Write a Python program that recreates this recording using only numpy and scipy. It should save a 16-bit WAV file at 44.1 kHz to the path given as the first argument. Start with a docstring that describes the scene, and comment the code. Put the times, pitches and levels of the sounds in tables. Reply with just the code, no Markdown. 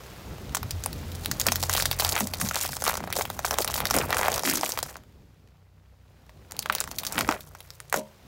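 """An engine idles under a faint street hiss, then revs as the car creeps over a wicker basket of plastic
lighters on asphalt; it rolls clear, then backs onto the pile again.
Engine: wavering firing orders plus coloured noise. Crushing: random splinter bursts and small falling knocks.
Cracks: placed noise snaps and knocks falling in pitch. Lurches: low noise shudders; wheel modes ring when jarred."""
import sys
import numpy as np
from scipy import signal
from scipy.io import wavfile

SR = 44100
rng = np.random.default_rng(int(sys.argv[2]) if len(sys.argv) > 2 else 0)


def dump(signal):
    """Clip the signal to [-1, 1] and save it as 16-bit WAV at the path in sys.argv[1]."""
    limited = np.clip(np.atleast_2d(signal).T, -1, 1)
    pcm = np.round(limited * 32767).astype(np.int16)
    wavfile.write(sys.argv[1], SR, pcm)


N = 364707

# engine course: t/s, firing cycle f/Hz, tone level/dB, rumble level/dB, hiss level/dB
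ENGINE_COURSE = [(0, 29.8, -49, -51.5, -48.5), (.5, 35.98, -51.5, -42, -48.5),
                 (.95, 42.8, -48.5, -41.5, -46), (1.9, 44, -41.5, -42.5, -46.5),
                 (2.5, 44.16, -53.5, -42, -67), (3.1, 35.47, -47, -46.5, -55), (4.0, 31.37, -42, -37, -48),
                 (4.95, 33.15, -53, -54.5, -62.5), (5.7, 30.7, -56, -66.5, -70.5),
                 (5.9, 31.9, -52.5, -66, -69), (6.7, 28.52, -60, -49.5, -57.5),
                 (7.2, 31.13, -50, -42.5, -65), (7.95, 28.2, -52.5, -80, -59),
                 (8.27, 24.9, -68, -50.5, -58)]
# firing orders: multiple of the firing cycle, level/dB
FIRING_ORDERS = [(1, -26), (2, -3.5), (3, -2), (4, -9), (5, -8), (6, -17)]
# engine rumble spectrum: f/Hz, relative level per Hz/dB
RUMBLE_SPECTRUM = [(22, -26), (43, -5.5), (66, 1), (123, -4), (200, -5.5), (1500, -35.5)]
# fan and street hiss spectrum: f/Hz, relative level per Hz/dB
HISS_SPECTRUM = [(300, 2), (800, -8), (2000, -12), (5000, -14.5), (9000, -23), (18000, -21)]
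# steady crackle under tread pressure: t/s, splinter level/dB, wicker crunch level/dB
PRESSURE_COURSE = [(0.5, -61, -54), (1.2, -54.5, -54), (1.6, -40.5, -44.5), (2.2, -46, -46),
                   (2.75, -39, -48.5), (3.05, -54.5, -45), (3.4, -46.5, -51), (3.7, -49, -38),
                   (4.75, -41.5, -44.5), (4.93, -48, -48.5), (5.05, -93, -72), (6.38, -81, -66.5),
                   (6.55, -62, -50), (6.95, -48.5, -53), (7.2, -44.5, -36), (7.38, -53, -57),
                   (7.95, -65, -65), (8.12, -72, -63)]
# partial collapses of the pile: start t/s, length/s, splinter level/dB, crunch level at 1 kHz/dB,
# crunch tilt/(dB per octave)
COLLAPSE_EVENTS = [(1.455, 0.016, -42, -25, 9), (1.694, 0.11, -36.5, -41.5, 7.5),
                   (1.981, 0.15, -36.5, -39.5, -1.5), (2.132, 0.072, -31, -36, 7.5),
                   (2.392, 0.085, -36, -38.5, 1), (2.516, 0.15, -38.5, -45.5, 8),
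                   (2.855, 0.045, -30, -32.5, 5), (3.147, 0.047, -30.5, -38, -6.5),
                   (3.436, 0.04, -32, -39.5, -1), (3.507, 0.027, -34.5, -33.5, -6),
                   (3.575, 0.038, -34.5, -47.5, -23), (3.697, 0.088, -33.5, -87, 4.5),
                   (3.93, 0.1, -33, -32, 3), (4.086, 0.29, -49.5, -38, 1.5),
                   (4.439, 0.12, -32, -44.5, 14.5), (4.625, 0.079, -37, -55, -5),
                   (6.715, 0.093, -55, -48.5, 8), (7.145, 0.046, -49, -55, 20.5),
                   (7.293, 0.04, -49, -27, 3), (7.934, 0.043, -34.5, -35, -2)]
# plastic splinter spectrum: f/Hz, relative level per Hz/dB
SPLINTER_SPECTRUM = [(1000, -41), (2500, -4), (6300, 4.5), (10000, 2), (18000, 1)]
# clearest single cracks: t/s, snap level/dB, knock level/dB, knock f/Hz
CRACK_EVENTS = [(0.5479, -17, -13.5, 960), (0.5693, -22.5, -18, 750), (0.6299, -28, -21.5, 950),
                (0.7083, -20.5, -47, 600.0), (0.838, -23.5, -29, 1350), (0.8605, -17, -15, 745),
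                (0.9296, -27.5, -33, 1500.0), (1.1182, -33, -50, 786), (1.151, -33, -40.5, 630.0),
                (1.2475, -29, -41, 630.0), (1.2588, -16, -24.5, 1200), (1.314, -13.5, -14, 1600),
                (1.3985, -14.5, -29.5, 832), (1.4037, -19, -32, 1420), (1.414, -15, -17.5, 1600),
                (1.467, -7, -14.5, 610), (1.4856, -19, -10.5, 1160), (1.52, -10.5, -12.5, 784),
                (1.5574, -13, -20, 1600), (1.6278, -17, -17.5, 651), (1.6364, -18, -19, 760),
                (1.6959, -13, -8, 1160), (1.7368, -13.5, -24, 1120.0), (1.7506, -16, -14.5, 653),
                (1.7653, -15.5, -30, 1300.0), (1.773, -14.5, -19, 1230.0), (1.7792, -19.5, -15, 930.0),
                (1.7992, -25.5, -11, 1600), (1.808, -19.5, -28.5, 1730.0), (1.8232, -13.5, -19, 684),
                (1.8556, -11.5, -13, 1550), (1.9131, -12, -17.5, 750), (1.929, -26, -19, 1350),
                (1.998, -14, -16.5, 684), (2.008, -15.5, -22.5, 730.0), (2.022, -25, -14, 820),
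                (2.048, -10, -16, 675), (2.0912, -16.5, -26, 772), (2.123, -18, -30, 885),
                (2.164, -21, -9.5, 1370), (2.206, -17.5, -14, 790), (2.271, -21.5, -29, 660),
                (2.3365, -20, -22.5, 640), (2.3998, -27, -25, 805), (2.414, -17, -14.5, 1550),
                (2.488, -18.5, -33, 690.0), (2.511, -28, -13, 1180), (2.5569, -17, -22.6, 655),
                (2.5639, -25, -13, 800), (2.65, -27, -19.5, 770), (2.6911, -28.5, -23, 730.0),
                (2.7315, -30, -20, 1170), (2.7671, -23, -22.5, 804), (2.8214, -23, -16, 618),
                (2.8399, -18, -18, 860), (2.8526, -22, -22, 880.0), (2.8656, -25, -12.5, 980),
                (2.8783, -13, -8, 830), (2.8954, -24, -10.5, 900), (2.9139, -33, -16.5, 845),
                (2.931, -35, -21, 850), (2.9406, -23.5, -19, 634), (2.954, -25, -20, 840),
                (2.9707, -24, -26, 1210), (2.9757, -39, -20.5, 890), (3.0042, -39.5, -22, 720),
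                (3.039, -36.5, -21.5, 635), (3.0745, -34, -20, 623), (3.1022, -32, -23, 865),
                (3.1265, -16.5, -27, 760), (3.167, -20, -18.5, 740), (3.2101, -22.5, -10, 840.0),
                (3.2531, -26, -20, 770), (3.301, -25, -16.5, 624), (3.3918, -25, -15.5, 714),
                (3.447, -31, -12, 990), (3.4508, -17.5, -15.5, 800), (3.5093, -15.5, -11.5, 790),
                (3.5418, -21.5, -20, 596), (3.5855, -11, -8.5, 785), (3.6197, -19, -29, 1020.0),
                (3.646, -18, -15.5, 830), (3.6771, -18.5, -18.5, 1280), (3.7, -28, -19, 820),
                (3.7407, -17.5, -29, 730.0), (3.7564, -27, -17.5, 870), (3.7794, -21, -20, 872),
                (3.8036, -18.5, -15, 930.0), (3.8543, -15.5, -11.5, 1680), (3.869, -20, -32.6, 1570.0),
                (3.9012, -22.5, -22, 1080), (3.909, -13, -9.5, 800), (3.9412, -19, -12.5, 890),
                (3.945, -25.5, -16, 670), (3.9648, -15, -33, 690.0), (3.986, -14, -15, 604),
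                (4.1053, -21, -13.5, 600.0), (4.1277, -22, -3, 1310), (4.1443, -23, -13, 925),
                (4.1687, -18.5, -10, 1210), (4.1823, -21, -20, 900), (4.1856, -22, -17, 1100),
                (4.199, -33, -19, 1300), (4.1916, -24, -12, 605), (4.213, -22, -13.5, 726),
                (4.2312, -22.5, -8, 1380), (4.2429, -33, -15, 950), (4.2494, -33, -15, 1010),
                (4.269, -39, -17.5, 900), (4.3018, -31, -21, 800), (4.259, -28, -13, 730.0),
                (4.2825, -18, -5, 690.0), (4.318, -17.5, -30, 1180.0), (4.327, -25, -26, 1300.0),
                (4.3408, -18, -36, 600.0), (4.36, -21, -23, 600.0), (4.3788, -20, -17, 600.0),
                (4.394, -19.5, -15, 1230.0), (4.4346, -23, -15.5, 630.0), (4.4526, -39, -12.5, 1440),
                (4.475, -28, -10, 1500), (4.4885, -31, -19, 2000), (4.498, -19.5, -19, 1650.0),
                (4.512, -22, -14, 1830), (4.537, -21, -20, 930.0), (4.5543, -20.5, -28, 1213),
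                (4.574, -20, -19, 1070.0), (4.611, -21.5, -21, 730.0), (4.6324, -24, -8.5, 725),
                (4.6394, -40, -16, 680), (4.661, -21.5, -28, 1500), (4.692, -22.5, -23.5, 607),
                (4.7202, -18, -35, 735), (4.7745, -26, -13, 900), (4.7889, -17.5, -16, 860),
                (4.8285, -18.5, -17.5, 608), (4.956, -53, -23.5, 940), (4.9675, -36.5, -32, 756),
                (6.294, -51, -35, 1357), (6.5105, -34, -32, 1650), (6.5204, -28.5, -32, 805),
                (6.5664, -32.5, -43, 760.0), (6.5912, -14.5, -28, 750), (6.6244, -31, -35, 1300.0),
                (6.659, -29.5, -15, 1090), (6.6987, -32, -5, 1230), (6.7242, -22, -23.1, 830),
                (6.7506, -13, -19.5, 870), (6.7835, -25, -27, 1415), (6.804, -14.5, -25, 1403),
                (6.8103, -23.5, -18, 1160), (6.84, -26.5, -22, 1030), (6.8759, -35, -23, 1020.0),
                (6.9135, -26.5, -27, 802), (6.985, -17, -49, 1664), (7.0339, -29, -23, 850),
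                (7.0503, -24.5, -21.5, 1173), (7.067, -19, -25, 1410), (7.1236, -23, -24, 880.0),
                (7.157, -38, -22, 1300), (7.247, -44, -19, 1530), (7.277, -30, -24, 1500),
                (7.3235, -31, -12, 1100), (7.1802, -20.5, -9.5, 1270), (7.189, -18.5, -15, 915),
                (7.2089, -16.5, -11.5, 1150), (7.2896, -20.5, -2.5, 850), (7.311, -25, -15, 799),
                (7.407, -31.5, -48, 944), (7.5502, -40, -27.5, 803), (7.6045, -33, -39, 630.0),
                (7.7045, -33, -37, 1203), (7.8023, -32, -27.5, 1314), (7.898, -35, -56, 930.0),
                (7.9265, -19.5, -9, 960), (7.9412, -19.5, -6.5, 594), (7.9614, -22, -33, 597)]
# tyre lurches as the pile gives way: t/s, shudder level/dB, shudder f/Hz, shudder length/s, wheel blow level/dB
LURCH_EVENTS = [(0.604, -35, 84, 0.097, -58), (0.714, -32.5, 71.5, 0.13, -54),
                (1.276, -29.5, 158, 0.043, -52), (1.474, -34, 220, 0.043, -56),
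                (2.207, -30.5, 193, 0.055, -37), (2.421, -30.5, 151, 0.062, -48),
                (2.691, -35, 109, 0.039, -64), (3.946, -29, 232, 0.037, -36.5),
                (4.444, -31.5, 245, 0.17, -40.5), (7.152, -35, 245, 0.12, -63),
                (7.284, -22.5, 265, 0.019, -47), (7.962, -32.5, 264, 0.037, -26.5)]
# rim and tyre modes: f/Hz, level/dB, t60/s
WHEEL_MODES = [(210, -9, .35), (404, -11, .22), (549, -8, .3), (619, 0, .26), (711, -16, .25),
               (775, -17, .15), (899, -15, .3), (953, -13, .25), (985, -15, .25)]

COLLAPSE_RISE_S, COLLAPSE_FADE_S = 0.016, 0.014
SNAP_HZ, SNAP_SPREAD_OCT = 5300, 0.4   # shards differ in size, hence in pitch
KNOCK_INTO_WHEEL_DB = -33.5   # every knock also jars the wheel
CUTOFF_HZ = 15800


def from_db(db):
    """Level in dB to amplitude ratio."""
    return 10 ** (np.asarray(db) / 20)


def rms_one(x):
    """Scale to rms 1."""
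    return x / np.sqrt(np.mean(x ** 2) + 1e-20)


def in_time(rows):
    """Columns of a course table, interpolated per sample."""
    t_s, *columns = np.transpose(rows)
    return [np.interp(np.arange(N) / SR, t_s, column) for column in columns]


def band_pass(order, low_hz, high_hz, output="ba"):
    """Butterworth band-pass coefficients."""
    return signal.butter(order, [low_hz, high_hz], "band", fs=SR, output=output)


def colour(x, spectrum):
    """Parallel half-octave band-passes, each at its spectrum level; rms 1."""
    hz, level_db = np.transpose(spectrum)
    edges_hz = 20 * 2 ** np.arange(0, 10.1, .5)
    out = 0
    for k, (low_hz, high_hz) in enumerate(zip(edges_hz, edges_hz[1:])):
        log_centre = np.log(low_hz * high_hz) / 2
        gain = from_db(np.interp(log_centre, np.log(hz), level_db, -90, -90))
        band = signal.sosfilt(band_pass(2, low_hz, high_hz, "sos"), x)
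        out = out + (-1) ** k * gain * band
    return rms_one(out)


def drift(rate_hz):
    """Slow random wander: noise through a double one-pole low-pass; rms 1."""
    r = np.exp(-2 * np.pi * rate_hz / SR)
    slow = signal.lfilter([1], [1, -2 * r, r * r], rng.standard_normal(N + SR))
    return rms_one(slow[SR:])   # first second dropped: filter settling


def add(out, t_s, x):
    """Mix x into out from t_s."""
    i = round(t_s * SR)
    out[i:i + len(x)] += x[:N - i]


def grains(per_s, spread_db, clump_db):
    """Random clicks of very uneven size, in clumps."""
    sizes = from_db(spread_db * np.minimum(rng.exponential(1, N), 4)) * rng.choice([-1, 1], N)
    return sizes * (rng.random(N) < per_s * from_db(clump_db * drift(40.)) / SR)


def splinters(per_s, spread_db, clump_db):
    """Crackle envelope: each splinter decays in about a millisecond."""
    clicks = np.abs(grains(per_s, spread_db, clump_db))
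    return signal.lfilter([1], [1, -np.exp(-1 / (.0012 * SR))], clicks)


def engine(waver_db, patchy_db):
    """Low firing orders as wavering tones over a lumpy rumble, with fan and street hiss."""
    cycle_hz, tone_db, rumble_db, hiss_db = in_time(ENGINE_COURSE)
    turns = np.cumsum(cycle_hz) / SR
    load_db = 0.88 * (cycle_hz - 30)   # revving favours the lowest orders
    tones = 0
    for k, level_db in FIRING_ORDERS:
        level = from_db(level_db - (k - 3.0) * load_db + waver_db * drift(7.2))
        tones = tones + level * np.sin(2 * np.pi * (k * turns + rng.random()))
    rumble = colour(rng.standard_normal(N), RUMBLE_SPECTRUM) * from_db(patchy_db * drift(4.6))
    grit = splinters(14., 4., 2)   # loose grit and shards tick now and then
    hiss = colour((1 + grit) * rng.standard_normal(N), HISS_SPECTRUM)
    return from_db(tone_db) * tones + from_db(rumble_db) * rumble + from_db(hiss_db) * hiss


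def falling_ring(hz, cycles, t):
    """Bending waves outrun each other, high part first: pitch falls through hz in a few cycles."""
    turns = hz * t
    swell = turns * np.exp(-(turns / cycles) ** 2)
    return swell * np.sin(2 * np.pi * (0.64 * turns + 1.587 * (1 - np.exp(-turns))))


def collapses():
    """Envelope of each collapse, one per row: quick swell, hold, exponential fade."""
    start_s, length_s = np.transpose(COLLAPSE_EVENTS)[:2, :, None]
    t = np.arange(N) / SR - start_s
    return np.clip(t / COLLAPSE_RISE_S, 0, 1) * np.exp(-np.maximum(t - length_s, 0) / COLLAPSE_FADE_S)


def crushing():
    """Dense small fractures: bright plastic splinters as noise bursts, duller wicker snaps as falling knocks."""
    splinter_db, crunch_db = in_time(PRESSURE_COURSE)
    *_, burst_splinter_db, burst_crunch_db, tilt_db = np.transpose(COLLAPSE_EVENTS)
    shapes = collapses()

    large, small = (splinters(230., 2.8, 4.5) * rng.standard_normal(N) for _ in range(2))
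    # larger shards sound darker: sum of neighbouring samples against their difference
    shards = signal.lfilter([1, 1], 1, large) + signal.lfilter([1, -1], 1, small)
    bright = colour(shards + 1e-18, SPLINTER_SPECTRUM)

    clicks, pitches_hz = grains(850., 3.5, 4.5), np.geomspace(480, 2600, 12)
    dealt = rng.integers(0, len(pitches_hz), N)   # each click gets one pitch
    t = np.arange(SR // 50) / SR
    rings = np.array([signal.oaconvolve(clicks * (dealt == k), falling_ring(hz, cycles=1.67, t=t))[:N]
                      for k, hz in enumerate(pitches_hz)])
    pitch_tilt_db = np.outer(np.log2(pitches_hz / 1000), tilt_db)
    tilted = from_db(burst_crunch_db + pitch_tilt_db) @ shapes
    dull = np.sum((from_db(crunch_db) + tilted) * rings, axis=0) / np.std(rings.sum(axis=0))
    return (from_db(splinter_db) + from_db(burst_splinter_db) @ shapes) * bright + dull


def cracks(snap_s, tail_s, tail_db, rattle_db):
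    """Each fracture: bright burst with scatter tail, plus a dull shell knock with ragged after-rattle."""
    out, t = np.zeros(N), np.arange(2048) / SR
    count = len(CRACK_EVENTS)
    noise = rng.standard_normal((count, 2, len(t)))
    jerks = from_db(rng.normal(0, 4., (count, 32)))   # the break runs in jerks
    noise[:, 0] *= np.repeat(jerks, 64, axis=1)
    shards_hz = SNAP_HZ * 2 ** (SNAP_SPREAD_OCT * np.clip(rng.standard_normal(count), -2, 2))
    for (t_s, snap_db, knock_db, knock_hz), (hiss, rough), shard_hz in zip(CRACK_EVENTS, noise, shards_hz):
        burst = hiss * (t / snap_s * np.exp(1 - t / snap_s) + from_db(tail_db) * np.exp(-t / tail_s))
        burst[0] += 1.5 * np.sign(hiss[0])   # the first break is one hard edge
        band = band_pass(1, shard_hz / 1.27, min(shard_hz * 1.38, .45 * SR))
        snap = signal.lfilter(*band, burst) + 0.37 * np.diff(burst, prepend=0)
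        add(out, t_s, from_db(snap_db) * snap / np.sqrt(np.mean(snap[:128] ** 2) * 2))

        overtone = 0.58 * falling_ring(1.92 * knock_hz, cycles=1.13, t=t)
        overtone += 0.38 * falling_ring(3.6 * knock_hz, cycles=1.3, t=t)
        fundamental = falling_ring(knock_hz, cycles=1.44, t=t)
        knock = np.sign(rough[0]) * (fundamental + np.sign(rough[1]) * overtone)
        rattle = signal.lfilter(*band_pass(2, 550, 1900), rough * np.exp(-t / tail_s))
        add(out, t_s, from_db(knock_db) * (knock + from_db(rattle_db) * rattle))
    return out


def underbody(x, level_db, t60_s):
    """Scatter between asphalt and car floor: a short tail in the low treble."""
    t = np.arange(SR // 4) / SR
    tail = signal.lfilter(*band_pass(1, 2500, 7000), rng.standard_normal(len(t))) * from_db(-60 * t / t60_s)
    return x + from_db(level_db) * signal.fftconvolve(x, tail / np.linalg.norm(tail))[:N]


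def ring(clicks, hz, t60_s):
    """Two-pole resonator: a unit click starts a decaying sine of height 1."""
    r, w = from_db(-60 / (t60_s * SR)), 2 * np.pi * hz / SR
    return signal.lfilter([0, np.sin(w)], [1, -2 * r * np.cos(w), r * r], clicks + 1e-18)


def wheel(blows):
    """Rim and tyre modes rung by blows; the tread grips and lets go, so each mode flutters."""
    flutters = from_db(1.2 * np.array([drift(12.) for _ in WHEEL_MODES]))
    return sum(from_db(level_db) * flutter * ring(blows, hz, t60_s)
               for (hz, level_db, t60_s), flutter in zip(WHEEL_MODES, flutters))


def lurches():
    """Low rough shudders through the tyre; these and the knocks jar the wheel."""
    out, blows, t = np.zeros(N), np.zeros(N), np.arange(SR // 2) / SR
    noise = rng.standard_normal((len(LURCH_EVENTS), len(t)))
    for (t_s, level_db, hz, length_s, blow_db), rough in zip(LURCH_EVENTS, noise):
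        shudder = rms_one(signal.sosfilt(band_pass(2, hz / 1.3, hz * 1.415, "sos"), rough))
        envelope = np.minimum(t / .01, 1) * np.exp(-(t / length_s) ** 2)
        add(out, t_s, from_db(level_db) * shudder * envelope)
        add(blows, t_s, [from_db(blow_db)])
    for t_s, _, knock_db, _ in CRACK_EVENTS:
        add(blows, t_s, [from_db(knock_db + KNOCK_INTO_WHEEL_DB) * rng.choice([-1, 1])])
    return out + wheel(blows)


def scene():
    """The crushing close by, over the engine."""
    fractures = cracks(snap_s=0.00026, tail_s=0.0052, tail_db=-8, rattle_db=-4.0) + crushing()
    near = underbody(fractures, level_db=-17.5, t60_s=0.14) + lurches()
    return (near + engine(waver_db=3, patchy_db=3))[None]


def record(dry):
    """Peaks rounded by tanh, top cut by a steep low-pass."""
    rounded = .6 * np.tanh(dry / .6)
    return signal.sosfilt(signal.ellip(12, .5, 70, CUTOFF_HZ, fs=SR, output="sos"), rounded)


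dry = scene()
out = record(dry)
dump(out)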